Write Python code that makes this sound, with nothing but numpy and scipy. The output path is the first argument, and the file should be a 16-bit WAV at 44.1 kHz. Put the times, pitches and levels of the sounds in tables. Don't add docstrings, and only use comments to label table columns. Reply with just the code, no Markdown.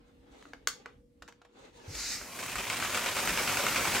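import sys
import numpy as np
from scipy import signal
from scipy.fft import rfft, irfft, next_fast_len
from scipy.io import wavfile
from scipy.ndimage import uniform_filter1d, map_coordinates

SR = 44100
rng = np.random.default_rng(int(sys.argv[2]) if len(sys.argv) > 2 else 0)


def inscribe(sig):
    pcm = np.round(np.clip(np.atleast_2d(sig).T, -1, 1) * 32767)
    wavfile.write(sys.argv[1], SR, pcm.astype(np.int16))


N = 176400

# frequency_hz, t60_s
ROOM_DECAY = [(200, .3), (1500, 0.18), (5000, 0.27), (9000, 0.2), (15000, 0.18)]
# frequency_hz, side_over_mid_db
TAIL_WIDTH = [(150, -20.5), (350, -7), (700, -2), (1500, -4.5), (6000, -2.5)]
CLOSE_WIDTH = [(30, -26.5), (60, -22), (130, -21), (290, -21), (450, -13.5), (680, -4), (1300, -15.5),
               (2500, -15), (4400, -5.5), (7000, -4), (15000, -2.5)]
DIFFUSE_WIDTH = [(30, -24), (100, -10), (250, -12.5), (450, 0), (900, 1), (15000, -3.5)]
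# pitch_hz, level_db
HUM_PARTIALS = [(280, -78), (479, -71)]
# time_s, level_db
RUMBLE_LEVEL = [(0, -62.5), (.3, -59), (.75, -61), (1, -61.5), (1.25, -62), (1.38, -68), (1.52, -74),
                (1.62, -65.5), (2, -55.5), (2.6, -57.5), (4, -46)]
RUSTLE_LEVEL = [(0, -67), (.25, -68), (.34, -57.5), (.48, -60), (.58, -66), (.64, -68), (.8, -60),
                (.92, -62), (1.05, -86.5), (1.2, -79), (1.39, -72), (1.5, -69.5), (1.58, -56), (1.66, -54),
                (1.72, -62.5), (1.86, -53), (2.1, -61)]
HISS_LEVEL = [(1.55, -120), (1.76, -72), (1.85, -61), (1.92, -49), (1.96, -41), (2.02, -37), (2.13, -34),
              (2.17, -39), (2.22, -49.5), (2.35, -61.5), (2.6, -90)]
RUSH_LEVEL = [(1.5, -120), (1.82, -77), (1.95, -49), (2.3, -46.5), (2.42, -41.5), (2.7, -40), (3.1, -36),
              (3.5, -33.5), (4, -33)]
# frequency_hz, gain_db
RUMBLE_SPECTRUM = [(25, -13), (45, 6), (80, -3), (160, -6), (290, 0), (410, -27.5), (500, -7), (620, -26.5),
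                   (900, -45), (3000, -40.5), (8000, -40.5), (14000, -47), (15800, -52.5)]
RUSTLE_SPECTRUM = [(180, -38.5), (300, -6), (482, -5.5), (691, -14.5), (801, -10), (928, -14.5),
                   (1330, -17.5), (1570, -17), (3610, -22), (15000, -55)]
HISS_SPECTRUM = [(300, -20), (500, -32.5), (750, -20), (1000, -19.5), (1350, -3.5), (1550, -6.5),
                 (2000, -1.5), (2600, -5), (3300, -12.5), (3900, -1.5), (4800, 1.5), (6300, 1),
                 (7500, -2.5), (9000, -12), (11500, -16.5), (15500, -25)]
RUSH_SPECTRUM = [(30, -15), (100, 2), (300, 1.5), (700, 3), (1300, 2.5), (2500, 3.5), (3500, -3),
                 (7000, -2), (10000, -7), (12000, -6), (15500, -12)]
# middle_s, half_length_s, level_db
SCUFF_EVENTS = [(0.082, 0.026, -78), (0.34, .035, -74), (0.435, 0.083, -67), (0.545, 0.035, -77),
                (1.63, 0.087, -67.5), (1.773, 0.029, -63.5)]
# frequency_hz, gain_db
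SCUFF_SPECTRUM = [(500, -20), (2500, -12), (4000, 6), (5000, -8), (6500, 2.5), (9000, -8), (11000, -18.5),
                  (15000, -19)]
# start_s, level_db, pitch_hz, t60_s
BUMP_EVENTS = [(0.314, -47, 50, 0.18), (1.878, -30.5, 95, 0.11), (1.902, -38, 141, 0.11),
               (1.941, -38.5, 52, 0.32), (2.041, -46, 44.5, 0.33), (2.561, -37.5, 48.3, 0.23)]
# start_s, level_db, tilt_db_per_octave, contact_s, pitch_ratio
CLICK_EVENTS = [(.425, -45.5, -4.5, 0.0022, 1.1), (.454, -45.5, -8.5, 0.0013, 0.96),
                (.534, -34, -6.5, 0.0019, 1.08), (.6726, -15, 0.5, 0.0019, 1.006),
                (.682, -35.5, 5, 0.007, 2.2), (.8585, -33.5, -7, 0.0026, 0.99),
                (.863, -45, -12.5, 0.0033, 1.1), (1.2215, -37, -4.5, 0.0047, 0.92),
                (1.278, -42.5, -3, .003, 1.3), (1.283, -39.5, -4.5, 0.0071, 0.82),
                (1.324, -46.5, -3, 0.0019, 1.07), (1.416, -47.5, -5.5, 0.0042, 0.91),
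                (1.448, -49, -6, 0.0077, 1.6), (1.952, -34, 2, 0.0035, 1.2), (2.213, -34, -5, 0.0025, 1)]
# frequency_hz, gain_db
CRACK_SPECTRUM = [(200, -21.5), (450, -10.5), (900, -1.5), (1400, 3), (2000, -3), (3300, -1), (5000, -4.5),
                  (7000, -1), (9800, -14), (12000, -18), (15500, -18.5)]
# pitch_hz, level_db, t60_s
PLASTIC_MODES = [(416, -23, 0.05), (1150, -6.5, 0.01), (1500, 1, 0.013), (2018, 0, .012), (2790, -5, 0.011),
                 (4410, 0, .010), (5300, -3, 0.0087), (6630, -14.5, 0.0052)]
PISTON_MODES = [(743, -8, 0.029), (1289, -1.5, .02), (1490, 0.5, 0.026), (2213, -1.5, 0.035),
                (2560, -2.5, 0.022), (2746, -5.5, 0.03)]
# start_s, strength_db
CRANK_TURNS = [(2.23, -29.5), (2.391, -6.5), (2.556, -2.5), (2.700, 0), (2.824, -0.5), (2.946, 1),
               (3.061, 0), (3.167, 1), (3.274, 1.5), (3.374, 2.5), (3.475, 1), (3.571, 1), (3.666, 0.5),
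               (3.76, 3), (3.853, 1), (3.948, 3.5), (4.04, -1)]
# share_of_turn, clack_db, gulp_db
TURN_STROKES = [(0, -26.5, -29.5), (.2, -31, -30.5), (.54, -37.5, -33.5), (.8, -39, -34)]
# frequency_hz, gain_db
HOUSING_SPECTRUM = [(59, -50), (100, 5), (156, -19), (192, -0.5), (264, -9), (355, -9.5), (394, -4),
                    (447, -19.5), (497, -4), (843, -7.5), (956, -2), (1260, -3), (1730, -5.5), (2470, -3),
                    (3770, -8.5), (8410, -9), (10200, -18), (14500, -26), (15500, -12.5)]
CLACK_COLOUR = [(100, -2), (500, -6), (1400, -1), (2800, -0.5), (4000, -7), (8000, -2), (14000, -8)]
GULP_COLOUR = [(100, -4), (400, 2), (1400, 2), (2800, 1.5), (4000, 0), (8000, -5), (14000, -11.5)]


def amp(db):
    return 10 ** (np.asarray(db) / 20)


def unit(x):
    return x / np.sqrt(np.mean(x ** 2) + 1e-20)


def along(points, hz):
    frequencies, values = np.transpose(points)
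    return np.interp(np.log(hz + 1), np.log(frequencies + 1), values)


def envelope(points):
    return amp(np.interp(np.arange(N) / SR, *np.transpose(points)))


def wobble(rate_hz):
    return map_coordinates(rng.standard_normal(2000), [np.arange(N) * rate_hz / SR], mode="wrap")


def filtered(x, response):
    size = next_fast_len(N + 8192)
    return irfft(rfft(x, size) * response(np.fft.rfftfreq(size, 1 / SR)), size)[..., :N]


def add(track, start_s, sound):
    start = max(0, round(start_s * SR))
    part = track[..., start:start + sound.shape[-1]]
    part += sound[..., :part.shape[-1]]


def noise(spectrum, tilt=((1, 0), (2, 0)), width=CLOSE_WIDTH, drift_db=2.2):
    def colour(hz):
        return amp(along(spectrum, hz) + along(tilt, hz)) * [np.ones_like(hz), amp(along(width, hz))]

    def left_lead(hz, above_hz=5500, lead_rad=0.98):
        phase = lead_rad * (1 - 1 / (1 + (hz / above_hz) ** 10))
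        return np.exp(.5j * np.outer([1, -1], phase))

    white = signal.stft(rng.standard_normal((2, N)), nperseg=1024)[2]
    patches = uniform_filter1d(rng.standard_normal(white.shape[1:]), size=4, axis=0)
    patches = uniform_filter1d(patches, size=8, axis=1)
    patchy = signal.istft(white * amp(drift_db * unit(patches)), nperseg=1024)[1][:, :N]
    mid, side = filtered(patchy, colour)
    return unit(filtered(np.array([mid + side, mid - side]), left_lead))


def ring(modes, t, pitch_ratio):
    return sum(amp(db + rng.normal(0, 0.82)) * np.exp(-np.log(1000) * t / t60)
               * np.sin(2 * np.pi * (pitch_ratio * hz * t + rng.random())) for hz, db, t60 in modes)


def room(x, wet_db):
    hz, t, bands = signal.stft(rng.standard_normal((2, SR // 2)), SR, nperseg=256)
    decay = amp(-60 * t / along(ROOM_DECAY, hz)[:, None])
    width = np.array([np.ones_like(hz), amp(along(TAIL_WIDTH, hz))])[..., None]
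    mid, side = signal.istft(bands * decay * width, SR, nperseg=256)[1]
    tail = np.array([mid + side, mid - side])
    delayed = np.pad(x.mean(0), (200, 0))[None]
    return x + amp(wet_db) * signal.fftconvolve(delayed, tail / np.linalg.norm(tail[0]), axes=1)[:, :N]


def room_rumble():
    return envelope(RUMBLE_LEVEL) * amp(0.99 * wobble(9)) * noise(RUMBLE_SPECTRUM, width=DIFFUSE_WIDTH)


def motor_hum():
    t = np.arange(N) / SR
    return sum(amp(db) * np.sqrt(2) * np.sin(2 * np.pi * hz * t + 0.35 * np.array([wobble(6), wobble(6)]))
               for hz, db in HUM_PARTIALS)


def sleeve_rustle():
    return envelope(RUSTLE_LEVEL) * amp(1.7 * wobble(55)) * noise(RUSTLE_SPECTRUM, width=DIFFUSE_WIDTH)


def sleeve_scuffs():
    t = np.arange(N) / SR
    swell = sum(amp(db) * np.exp(-((t - middle_s) / half_s) ** 2) for middle_s, half_s, db in SCUFF_EVENTS)
    return swell * amp(1.6 * wobble(140)) * noise(SCUFF_SPECTRUM, width=DIFFUSE_WIDTH)


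def hand_bumps(rise_s=0.0059):
    out, t = np.zeros(N), np.arange(SR // 3) / SR
    for start_s, db, hz, t60 in BUMP_EVENTS:
        shape = np.exp(-np.log(1000) * t / t60) * (1 - np.exp(-t / rise_s))
        add(out, start_s, amp(db) * shape * np.sin(2 * np.pi * hz * t))
    return out


def lever_clicks(ring_db=-1, crack_db=1, cutoff_hz=260):
    out, t = np.zeros((2, N)), np.arange(SR // 10) / SR
    grit, hz = noise(CRACK_SPECTRUM), np.fft.rfftfreq(len(t), 1 / SR)
    octaves = np.log2(np.clip(hz, 400, 8000) / 2000)
    radiation = hz ** 2 / (hz ** 2 + cutoff_hz ** 2)
    fade = 1 - t / t[-1]
    for k, (start_s, db, tilt, contact_s, pitch_ratio) in enumerate(CLICK_EVENTS):
        crack = grit[:, k * len(t):(k + 1) * len(t)] * np.exp(-t / contact_s)
        attack = 1 - np.exp(-t / (0.4 * contact_s))
        hit = (amp(ring_db) * ring(PLASTIC_MODES, t, pitch_ratio) + amp(crack_db) * crack) * attack
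        radiated = irfft(rfft(hit) * amp(tilt * octaves) * radiation, len(t))
        add(out, start_s, amp(db) * radiated * fade)
    return room(out, wet_db=-6.5)


def valve_hiss():
    return envelope(HISS_LEVEL) * amp(.7 * wobble(40)) * noise(HISS_SPECTRUM)


def suction_rush():
    return envelope(RUSH_LEVEL) * amp(0.6 * wobble(90)) * noise(RUSH_SPECTRUM)


def brick_rattle_power(t, rate_hz=170, decay_s=0.0029, softest_db=-40, spread_db=9.6, chances=900):
    power = np.zeros(N)
    starts, strengths = np.transpose(CRANK_TURNS)
    running_s = N / SR - starts[0]
    for when, chance, size in rng.random((chances, 3)):
        if chance < rate_hz * running_s / chances:
            hit_s = starts[0] + when * running_s
            db = softest_db + np.interp(hit_s, starts, strengths) + spread_db * size ** 2
            add(power, hit_s, (amp(db) * np.exp(-t / decay_s)) ** 2)
    return power


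def engine(play_s=.003, scatter_db=1.8, knock_db=-1, clack_s=0.0023, gulp_rise_s=0.0038, gulp_fall_s=0.021):
    clack_power, gulp_power, knocks = np.zeros((3, N))
    t = np.arange(SR // 6) / SR
    knock_attack = 1 - np.exp(-t / .0007)
    gulp_shape = (1 - np.exp(-t / gulp_rise_s)) * np.exp(-t / gulp_fall_s)
    starts, strengths = np.transpose(CRANK_TURNS)
    for start_s, period_s in zip(starts, np.diff(starts)):
        for share, clack_db, gulp_db in TURN_STROKES:
            late, hard, fullness_db, detune = rng.standard_normal(4)
            hit_s = start_s + share * period_s + play_s * late * (share > .1)
            turn_db = np.interp(hit_s, starts, strengths)
            force = amp(turn_db + clack_db + scatter_db * hard)
            knock = ring(PISTON_MODES, t, 1 + 0.026 * detune) * knock_attack
            add(knocks, hit_s, force * amp(knock_db) * knock)
            add(clack_power, hit_s, (force * np.exp(-t / clack_s)) ** 2)
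            add(gulp_power, hit_s, (amp(turn_db + gulp_db + fullness_db) * gulp_shape) ** 2)
    clatter = np.sqrt(clack_power + brick_rattle_power(t)) * noise(HOUSING_SPECTRUM, CLACK_COLOUR)
    gulps = np.sqrt(gulp_power) * noise(HOUSING_SPECTRUM, GULP_COLOUR)
    return room(knocks + clatter + gulps, wet_db=-10)


def scene():
    handling = lever_clicks() + hand_bumps() + sleeve_scuffs()
    machine = engine() + valve_hiss() + suction_rush()
    background = motor_hum() + sleeve_rustle() + room_rumble()
    return background + handling + machine


def record(dry):
    def passband(hz, low_hz=25, top_hz=15850, edge_hz=120):
        high_pass = hz ** 4 / (hz ** 4 + low_hz ** 4)
        low_pass = (1 - np.tanh((hz - top_hz) / edge_hz)) / 2
        return high_pass * low_pass

    return filtered(dry, passband)


dry = scene()
out = record(dry)
inscribe(out)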